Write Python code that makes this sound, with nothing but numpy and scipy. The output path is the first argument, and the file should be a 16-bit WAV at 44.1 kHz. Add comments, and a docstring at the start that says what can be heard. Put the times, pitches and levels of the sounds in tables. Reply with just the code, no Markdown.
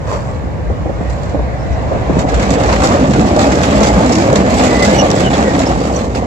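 """A low ground rumble and the hum of distant traffic, both coloured noise, with scuffs and knocks of steel.
An articulated tram rolls up over a street crossing and passes close to the right of a camera.
Its wheels knock (struck noise), then roar on rough rails (noise shaped by the bumps of the treads);
rails hum, body panels boom and the low rumble swells (sine modes that swell and fade).
Running gear rattles and ticks, grit crunches (bursts of coloured noise), flanges chirp (unsteady tones)."""
import sys
import numpy as np
from scipy import signal
from scipy.fft import rfft, irfft, next_fast_len
from scipy.io import wavfile
from scipy.ndimage import uniform_filter1d, minimum_filter1d, map_coordinates

SR = 44100
rng = np.random.default_rng(int(sys.argv[2]) if len(sys.argv) > 2 else 0)


def store_wav(level_fs):
    """Save 16-bit WAV to argv[1]."""
    pcm = np.round(np.clip(np.atleast_2d(level_fs), -1, 1) * 32767)
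    wavfile.write(sys.argv[1], SR, pcm.T.astype(np.int16))


N = 276066

# spectrum of steel parts and grit: freq_hz, level_db
STEEL_SPECTRUM = [(500, -18), (1400, -6.5), (2400, 4.5), (3300, 0.5), (4500, 1.5), (6000, -3), (7400, -2),
                  (9000, 5.5), (16000, -3)]
# spectrum of small steel parts: freq_hz, level_db
TINKLE_SPECTRUM = [(1000, -30), (2400, -11), (3500, 1.5), (4500, 2), (6000, 2), (7400, 1), (9000, 6),
                   (16000, -4)]
# left-right likeness of sound from ahead and all around: freq_hz, correlation (-1 to 1)
ALIKE_FAR_CORR = [(40, 0.68), (100, 0.66), (200, 0.21), (600, 0.53), (1000, 0.27), (1400, -0.63),
                  (1850, 0.095), (2400, 0.59), (3200, -0.55), (4500, -0.02)]
SPEED_M_PER_S, TRACK_M = 6.36, 2.88  # steady tram speed; microphone to the wheels' path
HISS_GROWS_DB_PER_DB = 1.4  # treble gain per dB of nearness


def amp(db):
    """Decibels to gain."""
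    return 10 ** (np.asarray(db) / 20)


def unit(x):
    """x at rms 1."""
    return x / np.sqrt(np.mean(x ** 2) + 1e-20)


def along(points, hz):
    """(Hz, value) points read on a log frequency axis."""
    f, v = np.transpose(points)
    return np.interp(np.log(hz + 1), np.log(f + 1), v)


def wobble(knots_per_s):
    """A smooth random curve."""
    knots = rng.standard_normal(int(N * knots_per_s / SR) + 4)
    return map_coordinates(knots, [np.arange(N) * knots_per_s / SR])


def filtered(x, response):
    """x times a response of frequency."""
    m = next_fast_len(N + 8192, True)
    spectrum = rfft(x, m) * response(np.fft.rfftfreq(m, 1 / SR))
    return irfft(spectrum, m)[..., :N]


def noise(spectrum):
    """Two unrelated coloured noises of joint rms 1."""
    return unit(filtered(rng.standard_normal((2, N)), lambda hz: amp(along(spectrum, hz))))


def steady(x, size):
    """x with its level evened out over size samples."""
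    return x / np.sqrt(np.abs(uniform_filter1d(x ** 2, size=size)) + 1e-9)


def patchy(x, depth_db, size):
    """x coloured by resonances that come and go; size = their extent in (frequency bins, frames)."""
    z = signal.stft(x, nperseg=1024)[2]
    field = rng.standard_normal(z.shape[1:])
    for axis in (0, 1, 0, 1):
        field = uniform_filter1d(field, size=size[axis], axis=axis)
    coloured = signal.istft(z * amp(depth_db * unit(field)), nperseg=1024)[1]
    return unit(coloured[:, :N])


def step(s, width_s):
    """A smooth rise from 0 to 1 around time s."""
    return .5 + .5 * np.tanh((np.arange(N) / SR - s) / (2 * width_s))


def swell(s, half_s):
    """Bell-shaped envelope around time s."""
    return np.exp(-.5 * np.minimum(((np.arange(N) / SR - s) / half_s) ** 2, 50))


def bumps(rate_per_s, spread_db, t60_s):
    """Envelope of rms 1 of random contacts, each starting sharply and dying away."""
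    hits = rng.random(N) < rate_per_s / SR
    power = hits * amp(spread_db * np.clip(rng.standard_normal(N), -2, 2)) ** 2
    decay = amp(-60 / (t60_s * SR)) ** 2
    return unit(np.sqrt(signal.lfilter([1], [1, -decay], power)))


def blows(rows, rise_s):
    """Summed envelope of (s, dB, t60 s) blows, each rising sharply and dying away within half a second."""
    out, t = np.zeros(N + SR), np.arange(SR // 2) / SR
    for s, db, t60_s in rows:
        out[round(s * SR):][:len(t)] += (1 - np.exp(-t / rise_s)) * amp(db - 60 * t / t60_s)
    return out[:N]


def ringing(rows, wander_rad):
    """Per (s, Hz, dB, half length s) a mode swells and fades, its phase wandering apart in two channels."""
    t, out = np.arange(N) / SR, np.zeros((2, N))
    drift = wander_rad * np.array([wobble(50), wobble(50)])
    starts = rng.uniform(0, 2 * np.pi, (len(rows), 2, 1))
    for (s, hz, db, half_s), phase in zip(rows, starts):
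        on = np.abs(t - s) < 4 * half_s
        mode = np.sin(2 * np.pi * hz * t[on] + phase + drift[:, on])
        out[:, on] += amp(db) * swell(s, half_s)[on] * mode
    return out


def placed(pair, alike, lag_ms):
    """Two unrelated signals as left and right, partly alike, the left one late."""
    def mix(hz):
        turn = np.arccos(np.clip(along(alike, hz), -1, 1)) / 2
        return np.array([np.cos(turn), np.sin(turn)])

    def delay(hz):  # half the lag on each side
        return np.exp(1j * np.pi * hz * lag_ms / 1000 * np.array([[-1], [1]]))

    mid, side = filtered(pair, mix)
    return filtered(np.array([mid + side, mid - side]), delay)


def nearness_db():
    """Power from the four bogies adds up, each falling off with the square of its distance."""
    # bogies passing: abreast_s, strength_db
    bogies = [(2.68, -2), (3.64, -0.5), (4.78, 1.5), (5.4, -4)]
    t = np.arange(N) / SR
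    power = sum(amp(db) ** 2 / (1 + (SPEED_M_PER_S * (t - s) / TRACK_M) ** 2) for s, db in bogies)
    return 10 * np.log10(power)


def car_nearness_db():
    """The long car body sounds from whichever part of it is nearest."""
    front_s, rear_s = 3.31, 5.2  # the droning floor is abreast between these
    t = np.arange(N) / SR
    away_m = SPEED_M_PER_S * (t - np.clip(t, front_s, rear_s))
    return -10 * np.log10(1 + (away_m / TRACK_M) ** 2)


def beside_share():
    """Share of the sound from beside the microphone (0-1); it rises as the nose draws level."""
    return step(2.15, width_s=.14)


def lulls_db():
    """Depth of the brief dips of the treble."""
    # treble dips: middle_s, half_length_s, depth_db
    lulls = [(.51, .04, 6), (1.43, 0.077, 23), (2.254, 0.0083, 13), (2.59, 0.012, 3.5), (2.788, 0.015, 2),
             (3.091, .018, 4.5), (3.28, 0.13, 1), (3.377, 0.0059, 4), (4.321, 0.0075, 3), (4.433, 0.015, 5),
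             (4.626, 0.0046, 7), (5.3, 0.026, 0.5), (6.09, 0.029, 1.5)]
    return sum(db * swell(s, half_s) for s, half_s, db in lulls)


def street():
    """Distant road traffic: coloured noise from all around, its level wavering slightly."""
    # traffic spectrum: freq_hz, level_db
    street_spectrum = [(60, -9), (200, 8), (500, 16), (1000, 6), (2000, -5), (3200, -55), (6000, -60),
                       (8000, -31), (9100, -6), (10500, -8.5), (15500, -6)]
    level_db = -32.5 + 0.15 * wobble(6.0)
    return amp(level_db) * placed(noise(street_spectrum), ALIKE_FAR_CORR, lag_ms=0)


def flanges():
    """A flange sticks and slips on the rail head: one wheel mode sings briefly, clear or hoarse."""
    # chirps: middle_s, pitch_hz, level_db, half_length_s, octave_db (re fundamental),
    # hoarseness (0-1), pitch_fall (share)
    chirps = [(1.618, 5270, -46, .02, -40, 0.9, .005), (1.738, 5760, -46, .018, -40, .9, 0.01),
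              (4.762, 2000, -24, .055, -27, 0.4, 0.0019), (4.835, 2033, -15, .014, -21, 0.25, -.002),
              (4.972, 2970, -30, .02, -2, 0.23, .002), (5.002, 2894, -16.5, 0.012, -1.5, 0.3, 0.0078),
              (5.267, 2980, -22.5, .016, -26, 0.3, 0.023), (5.345, 3360, -26, .009, -20, 0.3, 0.0036),
              (5.481, 1896, -28, 0.028, -25, 0.28, 0.012), (5.671, 5360, -23.5, .007, -42, 0.4, 0),
              (5.964, 5970, -26, 0.0061, -39, .9, 0)]
    waver_share, waver_hoarse_share = 0.0038, 0.032  # pitch unsteadiness: of all, added by hoarseness
    t, out = np.arange(N) / SR, np.zeros((2, N))
    waver = wobble(700)
    rasp = np.array([wobble(380) + 1j * wobble(380) for _ in range(2)])
    for s, hz, db, half_s, octave_db, hoarse, fall in chirps:
        on = np.abs(t - s) < 5 * half_s
        hoarse = np.clip(hoarse, 0, 1)
        bend = 1 - fall * np.tanh((t[on] - s) / half_s)
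        pitch_hz = hz * bend * (1 + (waver_share + waver_hoarse_share * hoarse) * waver[on])
        turn = np.exp(2j * np.pi * np.cumsum(pitch_hz) / SR)
        grip = np.sqrt(1 - hoarse) + np.sqrt(hoarse / 2) * rasp[:, on]
        tone = np.real(grip * (turn + amp(octave_db) * turn ** 2))
        out[:, on] += amp(db) * swell(s, half_s)[on] * tone
    return out


def ticks():
    """Single hard contacts of steel: one crisp crack each."""
    # ticks of steel on steel: start_s, level_db
    tick_rows = [(2.505, -12.5), (2.837, -11), (2.872, -7), (3.213, -16), (3.364, -15), (3.392, -16),
                 (3.632, -14), (3.836, -14), (4.124, -15), (4.156, -13), (4.329, -12), (4.358, -9),
                 (4.603, -16), (4.637, -18), (4.648, -15), (5.103, -9), (5.114, -7), (5.425, -21),
                 (5.673, -20)]
    cracks = blows([(s, db, .016) for s, db in tick_rows], rise_s=.0004)
    return cracks * patchy(noise(TINKLE_SPECTRUM), depth_db=3, size=(8, 4))


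def rattles():
    """Steel parts clash and scuff in short clusters of contacts: small ones tinkle, heavy ones clank."""
    # loudest clashes of loose running gear: start_s, tinkle_db, clank_db, t60_s
    clashes = [(1.096, -31.5, -47, 0.22), (1.23, -38, -40, 0.14), (1.29, -38, -40, 0.15),
               (2.191, -21.5, -21.5, 0.13), (2.285, -25.5, -22.5, 0.11), (2.341, -24, -20.5, 0.089),
               (2.395, -27, -22, 0.21), (2.427, -21, -18, .07), (2.504, -16, -21, 0.08),
               (2.536, -21, -24, 0.091), (2.632, -24, -20.5, 0.13), (2.692, -41, -17, 0.068),
               (2.724, -22, -14.5, 0.094), (2.761, -32, -17, 0.059), (2.834, -16, -22, 0.23),
               (3.133, -21.5, -18, 0.079), (3.193, -22, -12.5, 0.042), (3.39, -16.5, -14, 0.094),
               (3.413, -22, -20.5, 0.19), (3.436, -32, -19, 0.08), (3.517, -23, -17.5, 0.14),
               (3.553, -20, -27, 0.056), (3.575, -32, -29, 0.024), (3.633, -18, -14, 0.1),
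               (3.658, -19, -19, 0.039), (3.724, -20, -31, 0.06), (3.805, -17, -24, 0.067),
               (3.831, -13, -15, 0.18), (3.869, -20, -29, 0.15), (4.024, -25, -22, .07),
               (4.09, -18, -16, 0.059), (4.121, -16.5, -23, 0.14), (4.152, -16, -17, 0.045),
               (4.181, -18.5, -22, 0.11), (4.209, -26, -23, 0.2), (4.355, -14, -15, 0.1),
               (4.485, -23, -30, 0.036), (4.522, -35, -24, 0.065), (4.594, -23, -18, 0.093),
               (4.637, -15, -18.5, 0.13), (4.665, -16, -22, 0.055), (4.823, -12.5, -21, 0.14),
               (4.847, -20, -23, 0.15), (4.892, -22, -18, 0.091), (5.152, -18, -28, 0.13),
               (5.202, -18, -15, 0.082), (5.328, -26.5, -22, 0.75), (5.423, -25, -25, 0.035),
               (5.549, -29, -17, 0.064), (5.589, -19.5, -22.5, 0.18), (5.615, -40, -23.5, 0.26),
               (5.717, -36, -23, 0.049), (5.99, -26.5, -23, 0.089), (6.149, -21.5, -21, 0.086)]
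    # steel scuffing on steel: middle_s, hiss_db, half_length_s, groan_db
    scuff_rows = [(0.128, -33.5, 0.034, -22.5), (0.225, -41, 0.13, -29), (1.178, -41.5, 0.14, -35),
                  (1.953, -58, 0.087, -29), (2.193, -32.5, 0.033, -22), (2.703, -49, 0.032, -17.5),
                  (2.835, -25.5, 0.029, -15.5), (2.93, -28, 0.032, -18), (3.444, -26, 0.03, -18.5),
                  (4.007, -29.5, 0.061, -21), (4.32, -40, 0.026, -20.5), (4.61, -22, .053, -23),
                  (4.943, -22.5, 0.031, -34), (5.696, -27, 0.014, -18), (5.864, -33, 0.047, -25.5),
                  (5.965, -28.5, 0.025, -37), (6.05, -31, 0.013, -52), (6.17, -29, 0.019, -57)]
    # spectrum of heavy parts: freq_hz, level_db
    clank_spectrum = [(500, -9), (1000, 1.5), (1500, 0), (2300, -2.5), (3000, -9.5), (4500, -10),
                      (9000, -33)]
    # spectrum of groaning scuffs: freq_hz, level_db
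    groan_spectrum = [(300, -5.5), (600, 1.5), (850, -2.5), (1130, -4), (1400, -8.5), (1800, -15.5),
                      (4000, -37)]
    clatter_db = -33.5  # lesser clashes at random, heard close by

    tinkles = blows([(s, db, t60_s) for s, db, _, t60_s in clashes], rise_s=.0018)
    clanks = blows([(s, db, t60_s) for s, _, db, t60_s in clashes], rise_s=.0018)
    jolts = bumps(rate_per_s=41, spread_db=3, t60_s=.16)
    jolt_db = clatter_db + HISS_GROWS_DB_PER_DB * nearness_db() - lulls_db()
    clatter = amp(jolt_db) * beside_share() * jolts
    scuffs = sum(amp(db) * swell(s, half_s) for s, db, half_s, _ in scuff_rows)
    groans = sum(amp(db) * swell(s, half_s) for s, _, half_s, db in scuff_rows)

    contacts = bumps(rate_per_s=1500, spread_db=2.2, t60_s=.018)
    small = steady(patchy(noise(TINKLE_SPECTRUM), depth_db=2.8, size=(6, 4)), size=1500)
    heavy = steady(patchy(noise(clank_spectrum), depth_db=2.7, size=(3, 3)), size=1500)
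    steel = patchy(noise(STEEL_SPECTRUM), depth_db=3.2, size=(4, 4))
    groan = steady(patchy(noise(groan_spectrum), depth_db=2.6, size=(2, 5)), size=1500)
    hisses = np.hypot(clatter, scuffs) * steel
    return contacts * (tinkles * small + clanks * heavy + hisses + groans * groan)


def resonances():
    """Single modes swell and fade: the low rumble swells, panels boom, the rail hums."""
    # brief swells of the low rumble near 61 Hz: middle_s, level_db
    rumble_swells = [(.7, -13.5), (.86, -18), (1.1, -17), (1.41, -13.5), (1.72, -13.5), (2.17, -11),
                     (2.36, -13), (2.68, -17), (2.78, -15), (3.81, -15.5), (3.96, -12), (4.55, -14),
                     (5.75, -15.5)]
    # car body panels booming: middle_s, pitch_hz, level_db, half_length_s
    boom_rows = [(2.17, 158, -20, 0.039), (2.44, 201.4, -18.5, 0.041), (2.56, 187.8, -16, 0.02),
                 (2.84, 290, -14, 0.017), (2.92, 235, -17, 0.027), (3.03, 263, -13, 0.02),
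                 (3.105, 255, -10.5, 0.013), (3.14, 142, -12.5, 0.02), (3.2, 325, -12.5, 0.018),
                 (3.24, 215, -17, 0.04), (3.43, 274, -15.5, 0.049), (3.79, 209, -15, 0.068),
                 (3.98, 192.4, -9, 0.018), (4.09, 250.3, -13.5, 0.019), (4.18, 322.7, -11, .028),
                 (4.3, 126.4, -18, 0.039), (4.4, 191.2, -15, 0.038), (4.63, 258, -15.5, 0.079),
                 (4.9, 203.3, -16, 0.043), (5.01, 196.8, -13, 0.022), (5.27, 199, -13.5, 0.026),
                 (5.42, 225, -19, 0.058), (5.58, 276.7, -16.5, 0.044)]
    # rail humming under a wheel: middle_s, pitch_hz, level_db, half_length_s
    hum_rows = [(1.93, 560, -23, 0.023), (2.55, 487, -16, 0.034), (2.96, 551, -13.5, 0.015),
                (3.37, 608, -15.5, 0.063), (3.44, 791, -18, 0.069), (3.87, 850, -19, 0.068),
                (4.01, 905, -17.5, 0.021), (4.61, 769, -18, 0.041), (4.29, 543, -17, .04),
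                (4.87, 546, -20, .035), (4.95, 830, -18, 0.085), (5.04, 538, -17, 0.048)]
    rumble_hz, rumble_half_s = 60.9, .032
    rumbles = ringing([(s, rumble_hz, db, rumble_half_s) for s, db in rumble_swells], wander_rad=.4)
    booms = ringing(boom_rows, wander_rad=.7)
    hums = ringing(hum_rows, wander_rad=2.2)
    return rumbles + booms + hums


def knocks():
    """Each wheel drops into a joint or crossing gap: the rail clacks and the car body thumps."""
    # wheels over gaps: start_s, thump_db, clack_db
    knock_rows = [(0.356, -22, -25), (0.438, -16.5, -35), (.59, -21, -28), (0.699, -19, -15),
                  (0.857, -14, -16), (0.893, -20.5, -14.5), (1.005, -16, -17.5), (1.055, -28, -31),
                  (1.345, -13, -11.5), (1.391, -18, -14), (1.595, -31, -26), (1.916, -28, -10.5),
                  (1.949, -16.5, -12), (2.095, -8, -11), (2.165, -7, -15), (2.242, -11, -9.5),
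                  (2.509, -7, -16), (2.549, -16, -28), (2.639, -15, -10), (2.957, -9, -13),
                  (3.026, -20, -33), (3.092, -5, -30), (3.189, -2, -15), (3.362, -14, -6), (3.811, -10, -6),
                  (4.325, -13, -4), (4.82, -20, -5.5), (4.93, -8, -15), (5.029, -27, -7)]
    # spectrum of the struck body: freq_hz, level_db
    thump_spectrum = [(90, -19), (180, 7), (240, 2), (320, 1.5), (450, -15), (1000, -53.5)]
    # spectrum of the struck rail: freq_hz, level_db
    clack_spectrum = [(250, -5), (380, -3), (540, 6.5), (700, 0.5), (880, -11), (1150, -15), (2000, -34),
                      (6000, -82)]
    thump_t60_s, clack_t60_s = 0.12, 0.096
    thumps = blows([(s, db, thump_t60_s) for s, db, _ in knock_rows], rise_s=.002)
    clacks = blows([(s, db, clack_t60_s) for s, _, db in knock_rows], rise_s=.0012)
    body = thumps * steady(noise(thump_spectrum), size=1100)
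    rail = clacks * steady(noise(clack_spectrum), size=600)
    return body + rail


def rolling():
    """Rough treads shake the ground, the car body, the rails and the wheels; grit crunches under them."""
    # ground spectrum: freq_hz, level_db
    ground_spectrum = [(15, -34), (30, -21), (40, -16), (52, -5), (62, 2), (80, -4), (110, -4), (150, -7.5),
                       (220, -16.5), (400, -62)]
    # car body spectrum: freq_hz, level_db
    body_spectrum = [(70, -50), (125, -7.5), (160, -9.5), (192, -0.5), (225, -2.5), (270, -0.5),
                     (330, -5.5), (400, -9), (600, -24), (1200, -42)]
    # rail roar spectrum: freq_hz, level_db
    roar_spectrum = [(200, -45), (370, -15.5), (460, -2), (545, -0.5), (640, -3), (760, -4.5), (900, -10),
                     (1020, -13), (1180, -13.5), (1450, -34), (2200, -49), (5000, -60)]
    # wheel ring spectrum: freq_hz, level_db
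    ring_spectrum = [(700, -5), (1200, 0.5), (1500, 3), (1750, 2), (2050, 0), (2450, -5), (2900, -9),
                     (4000, -12.5), (9000, -28.5)]
    ground_peak_db, ground_peak_s, rise_db_per_s, fade_db_per_s = -18.5, 2.9, 1.08, 0.97
    surge_depth_db, surges_per_s = 0.5, 13  # rougher and smoother stretches of rail
    roar_lull_share = 0.25  # how far the roar dips along with the treble

    close_db, near = nearness_db(), beside_share()
    # the skirt shades the treble sharply, except while the wheels are in view
    shaded = 1 - step(2.32, width_s=.018) + step(5.9, width_s=.018)
    surge_db = surge_depth_db * wobble(surges_per_s)
    since_peak_s = np.arange(N) / SR - ground_peak_s
    ground_db = ground_peak_db + np.minimum(rise_db_per_s * since_peak_s, -fade_db_per_s * since_peak_s)
    # each radiator: base level, gain with nearness, loss while hidden or shaded
    body_db = -16 + 0.78 * car_nearness_db() - 4 * (1 - near)
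    body_db = body_db + surge_depth_db * wobble(surges_per_s)
    roar_db = -16.5 + 0.96 * close_db - 2.5 * (1 - near)
    roar_db = roar_db + surge_db - roar_lull_share * near * lulls_db()
    ring_db = -25 + 0.92 * close_db - 2.5 * shaded + near * (surge_db - lulls_db())
    ring_db = ring_db - 2.5 * step(5.42, width_s=.06)  # less ring backwards, once the last bogie is past
    hiss_db = -28 + HISS_GROWS_DB_PER_DB * close_db - 10 * shaded + near * surge_db - lulls_db()

    # distance blurs the bumps of the treads
    tread = np.sqrt(1 - near + near * bumps(rate_per_s=520, spread_db=2.1, t60_s=.045) ** 2)
    # single grains stand out only close by
    grit = np.sqrt(1 - near + near * bumps(rate_per_s=380, spread_db=3.5, t60_s=.05) ** 2)
    # the contact point wanders over the tread, so that the modes of rail and wheel take turns
    rail_modes = steady(patchy(noise(roar_spectrum), depth_db=2, size=(2, 5)), size=4000)
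    wheel_modes = patchy(noise(ring_spectrum), depth_db=2.5, size=(2, 5))
    panel_modes = steady(patchy(noise(body_spectrum), depth_db=1.5, size=(1, 8)), size=4000)

    ground = amp(ground_db) * steady(noise(ground_spectrum), size=5000)
    # the same bumps drive body, rail and wheel
    body = amp(body_db) * unit(tread ** .5) * panel_modes
    roar = amp(roar_db) * tread * rail_modes
    ring = amp(ring_db) * unit(tread ** .5) * wheel_modes
    crunch = amp(hiss_db) * grit * patchy(noise(STEEL_SPECTRUM), depth_db=2.6, size=(4, 4))
    return ground + body + roar + ring + crunch


def tram():
    """All that the tram radiates, bar the flange chirps, as two unrelated signals."""
    return rolling() + knocks() + resonances() + rattles() + ticks()


def scene():
    """The sound moves from the bogies in the open street ahead to those beside the right port."""
    # left-right likeness of sound from beside: freq_hz, correlation (-1 to 1)
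    alike_near_corr = [(40, 0.73), (120, 0.96), (280, 1), (450, 1), (800, 0.91), (1100, 0.14), (1500, 0.58),
                       (2400, 0.027), (4000, 0.025), (9000, 0.052)]
    near = beside_share()
    ahead = amp(-0.57) * np.sqrt(1 - near) * placed(tram(), ALIKE_FAR_CORR, lag_ms=0)
    beside = amp(-0.27) * np.sqrt(near) * placed(tram(), alike_near_corr, lag_ms=.31)
    return ahead + beside + flanges() + street()


def record(dry):
    """The camera's housing colours its two ports and notches the treble; a fast limiter tames peaks."""
    # colour of both ports: freq_hz, level_db
    ports = [(20, -9), (44, 2), (7600, 2), (8200, -8.5), (8650, -19.5), (9080, -34), (9600, -18.5),
             (10300, -16.5), (11200, -21), (12000, -23), (13000, -24), (15500, -26)]
    # shading by the housing: freq_hz, left_minus_right_db
    shade = [(100, -1), (700, -1), (1400, 0.5), (2600, -3.5), (4000, -1), (5200, -6), (7300, -13),
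             (8400, -6.5), (9800, 5), (12000, 0)]
    top_hz = 15725

    def housing(hz):
        return amp(along(ports, hz) + along(shade, hz) * np.array([[.5], [-.5]]))

    x = filtered(dry, housing)
    needed = np.minimum(1, .97 / (np.abs(x) + 1e-9))
    gain = uniform_filter1d(minimum_filter1d(needed, size=45), size=45)
    return filtered(x * gain, lambda hz: hz < top_hz)


dry = scene()
out = record(dry)
store_wav(out)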